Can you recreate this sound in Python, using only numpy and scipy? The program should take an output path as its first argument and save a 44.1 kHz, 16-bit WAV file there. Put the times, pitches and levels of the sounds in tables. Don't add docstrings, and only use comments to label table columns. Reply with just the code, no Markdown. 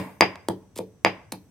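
import sys
import numpy as np
from scipy import signal
from scipy.fft import rfft, irfft, next_fast_len
from scipy.io import wavfile

SR = 44100
rng = np.random.default_rng(int(sys.argv[2]) if len(sys.argv) > 2 else 0)


def store_wav(level_fs):
    pcm = np.round(np.clip(np.atleast_2d(level_fs), -1, 1) * 32767)
    wavfile.write(sys.argv[1], SR, pcm.T.astype(np.int16))


def to_linear_factor(level_db):
    exponent = np.asarray(level_db, float) / 20
    return 10 ** exponent


N = 66150
EARLY_S = 0.1
M = N + round(EARLY_S * SR)
BLOW_LEN = SR // 8

# hz, density_db_per_hz
AIR_SPECTRUM = [(20, 2.5), (45, -4), (100, -5.5), (160, -7), (280, -14.5), (450, -21.5), (900, -30),
                (16000, -50)]
# hz, width_hz, level_db
HUM_BANDS = [(96, 30, -55), (430, 66, -74.5), (5955, 640, -76.5), (7900, 900, -80), (9150, 700, -84)]
# start_s, push_db, contact_ms, loaded_top_hz, upper_modes_db
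STOOL_PUSHES = [
    (-.072, -4, 0.33, 300, 3),
    (.2088, -8, 1, 374.6, -5.5),
    (0.4861, -11.5, 0.47, 383.4, -3),
    (.7645, -29, 0.91, 400, -9),
    (0.7909, -15, .9, 478, -9.5),
    (1.0486, -17, 1, 350, 4.5),
    (1.3238, -24, 0.85, 296, -1.5),
]
# start_s, bowl_db, damping_factor, pestle_db
STONE_CONTACTS = [
    (-.072, 2, 0.96, -12),
    (0.2088, 6.5, 1.2, -5),
    (0.4864, -29.5, 2.8, -69),
    (1.0485, 3, 1.5, -14),
    (1.323, -29.5, 5.4, -71),
]
# hz, width_hz, level_db
STOOL_MODES = [(552, 250, 4), (877, 180, 1), (1230, 750, -10.5), (1650, 300, -6)]
# hz, width_hz, level_db
BOWL_MODES = [(1097, 200, -5.5), (2169, 554, 6), (2610, 290, -20.5), (3200, 350, -20)]
# hz, width_hz, level_db
PESTLE_MODES = [(4855, 65, 0), (4862, 9, -25), (6300, 300, -22), (9100, 400, -22)]
# start_s, rise_s, t60_s, level_db
FOOD_CRUSHES = [
    (-.072, 0.0023, 0.034, -8),
    (0.2095, 0.0008, 0.0092, -21.5),
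    (.4842, 0.00079, 0.013, -21),
    (0.7539, 0.0075, 0.015, -37.5),
    (0.7664, .0015, .012, -37.5),
    (.7720, 0.0048, 0.025, -32.5),
    (0.781, 0.0059, 0.023, -37),
    (1.0473, 0.000505, .02, -35.5),
    (1.3200, 0.001, .03, -26),
]
# hz, level_db
GRAIN_SPECTRUM = [(400, -4), (1500, -2.5), (4000, 2.5), (6500, -2.5), (9000, 4), (11000, -1.5), (13000, -2),
                  (16000, -11.5)]
WALL_DELAYS = [.0030, .0060, .0117, .0135, .0175, .0245, .027, .0335]
# level_db, right_after_left_ms
WALL_ECHOES = [(-12, 0.12), (-17, -0.18), (-6, .06), (-5, -0.24), (-8, 0.081), (-13, 0.018), (-11, .2),
               (-15.5, -.2)]
# hz, t60_s
NEAR_DECAY = [(100, 0.9), (400, 0.15), (1500, 0.11), (5000, 0.19), (14000, 0.083)]
# hz, t60_s
FAR_DECAY = [(100, 0.37), (500, 0.51), (2000, 0.47), (5000, 0.48), (14000, 0.62)]
# hz, level_db
TAIL_SPECTRUM = [(60, -23), (300, -5), (700, 0.5), (1500, -2.5), (2500, -4), (4000, -8.5), (8000, -13.5),
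                 (15000, -1)]
# hz, likeness_0_to_1
STEREO_LIKENESS = [(60, .99), (300, 0.7), (950, 0.66), (3770, .1), (15000, .05)]
# hz, level_db, t60_s
LOW_MODES = [(92, -10, 0.9), (102.8, 4.5, .25), (135.3, -4.5, 0.53), (173.3, -7.5, 0.21), (187, 5.5, 0.3),
             (284.6, -11, 0.36), (300, -5.5, 0.36), (349, 5, 0.17), (436, -2.5, 0.33), (485, -13.5, 0.083),
             (563, -10.5, 0.17), (623, -12, 0.083), (947.6, -15, .2), (970, -13.5, 0.4)]
# hz, left_minus_right_db
PORT_LEAN = [(100, 0), (1200, 2.2), (2500, .1), (5000, -1.9), (12000, -1.5)]


def unit(x):
    return x / np.sqrt(np.mean(x ** 2) + 1e-20)


def along(points, hz):
    f, v = np.transpose(points)
    return np.interp(np.log(hz + 1), np.log(f + 1), v)


def filtered(x, response):
    n = x.shape[-1]
    m = next_fast_len(n + SR // 2)
    hz = np.fft.rfftfreq(m, 1 / SR)
    return irfft(rfft(x, m) * response(hz), m)[..., :n]


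def paired(two, alike):
    def mid_side(hz):
        angle = np.arccos(np.clip(along(alike, hz), -1, 1)) / 2
        return np.array([np.cos(angle), np.sin(angle)])

    mid, side = filtered(two, mid_side)
    return np.array([mid + side, mid - side])


def background():
    def noise(shape):
        return unit(paired(filtered(rng.standard_normal((2, M)), shape), STEREO_LIKENESS))

    out = to_linear_factor(-52.5) * noise(lambda f: to_linear_factor(along(AIR_SPECTRUM, f)))
    for hz, width_hz, db in HUM_BANDS:
        out += to_linear_factor(db) * noise(lambda f: 1 / (1 + ((f - hz) * 2 / width_hz) ** 2))
    return out


def body(modes, damping=1):
    t = np.arange(BLOW_LEN) / SR
    out = np.zeros(BLOW_LEN)
    for hz, width_hz, db in modes:
        decay_db_per_s = width_hz * damping * np.pi * 20 / np.log(10)
        out += to_linear_factor(db - decay_db_per_s * t) * np.sin(2 * np.pi * hz * t)
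    return out


def stool_thuds():
    out, t = np.zeros(M + SR), np.arange(256) / SR
    for start_s, push_db, contact_ms, top_hz, upper_db in STOOL_PUSHES:
        force = np.sin(np.pi * np.clip(t / (contact_ms / 1000 + 1 / SR), 0, 1)) ** 2
        top_width_hz = 80
        wood = body([(top_hz, top_width_hz, 0)]) + to_linear_factor(upper_db) * body(STOOL_MODES)
        thud = np.convolve(force / force.sum(), wood)[:BLOW_LEN]
        i = round((start_s + EARLY_S) * SR)
        out[i:i + BLOW_LEN] += to_linear_factor(push_db) * thud
    return out[:M]


def stone_clinks():
    out = np.zeros(M + SR)
    for start_s, bowl_db, damping, pestle_db in STONE_CONTACTS:
        i = round((start_s + EARLY_S) * SR)
        out[i:i + BLOW_LEN] -= to_linear_factor(bowl_db) * body(BOWL_MODES, damping) + to_linear_factor(pestle_db) * body(PESTLE_MODES)
    contact_hz = 6500
    return filtered(out[:M], lambda hz: 1 / (1 + 1j * hz / contact_hz))


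def crush():
    grains_per_s, spread_db, bed = 4000, 2.8, 0.6
    t, draw = np.arange(M) / SR - EARLY_S, rng.random((2, M))
    heights = to_linear_factor(-spread_db * np.log(draw[1] + 1e-3))
    spikes = (draw[0] < grains_per_s / SR) * heights + bed
    grains = unit(filtered(spikes * rng.standard_normal(M), lambda hz: to_linear_factor(along(GRAIN_SPECTRUM, hz))))
    envelope = np.zeros(M)
    for start_s, rise_s, t60_s, db in FOOD_CRUSHES:
        late_s = np.maximum(t - start_s, 0)
        swell = np.clip(late_s / rise_s, 0, 1) ** 2
        envelope += to_linear_factor(db - 60 * np.maximum(late_s - rise_s, 0) / t60_s) * swell
    return grains * envelope


def wall_echoes(x):
    dull_hz = 1000

    def response(hz):
        total = 0
        for delay_s, (db, skew_ms) in zip(WALL_DELAYS, WALL_ECHOES):
            ports_s = delay_s + np.array([[0], [skew_ms / 1000]])
            total = total + to_linear_factor(db) * np.exp(-2j * np.pi * hz * ports_s)
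        return total / (1 + 1j * hz / dull_hz) ** 2

    return filtered(x, response)


def tail(decay):
    gap_s, rise_s = 0.004, 0.006
    hz, t, z = signal.stft(rng.standard_normal((2, SR)), SR, nperseg=256)
    db = along(TAIL_SPECTRUM, hz)[:, None] - 60 * t / along(decay, hz)[:, None]
    x = signal.istft(z * to_linear_factor(db), SR, nperseg=256)[1]
    rise = 1 - np.exp(-np.arange(x.shape[1]) / SR / rise_s)
    x = paired(x * rise, STEREO_LIKENESS)
    return np.pad(x / np.linalg.norm(x[0]), ((0, 0), (round(gap_s * SR), 0)))


def kitchen(x, push):
    response = to_linear_factor(-9.5) * tail(NEAR_DECAY) + to_linear_factor(-18.5) * tail(FAR_DECAY)
    tails = signal.fftconvolve(x[None], response, axes=1)[:, :M]
    t, longest_t60_s, mode_rise_s = np.arange(SR) / SR, 0.33, 0.0063
    modes = np.zeros(SR)
    for hz, db, t60_s in LOW_MODES:
        modes += to_linear_factor(db - 60 * t / min(t60_s, longest_t60_s)) * np.sin(2 * np.pi * hz * t)
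    modes *= 1 - np.exp(-t / mode_rise_s)
    return tails + to_linear_factor(-52.5) * signal.fftconvolve(push, modes)[:M]


def seed_snap():
    start_s, level_db, width_ms, top_hz = 0.35740, -19, 0.2, 7000
    u = (np.arange(M) / SR - EARLY_S - start_s) * 1000 / width_ms
    snap = -to_linear_factor(level_db) * (u >= 0) * (1 - u) * np.exp(-np.abs(u))
    return filtered(snap, lambda hz: 1 / (1 + 1j * hz / top_hz) ** 2)


def ports(hz):
    lag_s = 0.000019
    left = to_linear_factor(along(PORT_LEAN, hz)) ** 0.5 * np.exp(1j * np.pi * hz * lag_s)
    return np.array([left, 1 / left])


def scene():
    air = background()
    wood = stool_thuds()
    radiates_hz = 216
    near = filtered(wood + stone_clinks() + crush(), lambda hz: (1j * hz / (radiates_hz + 1j * hz)) ** 2)
    direct = filtered(near + wall_echoes(near) + seed_snap(), ports)
    return (direct + kitchen(near, wood) + air)[:, -N:]


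def band_limit(x):
    return signal.sosfilt(signal.butter(12, 16440, fs=SR, output="sos"), x)


def record(dry):
    low_cut_hz, top_hz, ceiling, knee = 85, 16300, 1.03, 8
    x = filtered(dry, lambda hz: (1j * hz / (low_cut_hz + 1j * hz)) ** 2)
    x = x / (1 + np.abs(x / ceiling) ** knee) ** (1 / knee)
    return band_limit(filtered(x, lambda hz: hz < top_hz))


dry = scene()
out = record(dry)
store_wav(out)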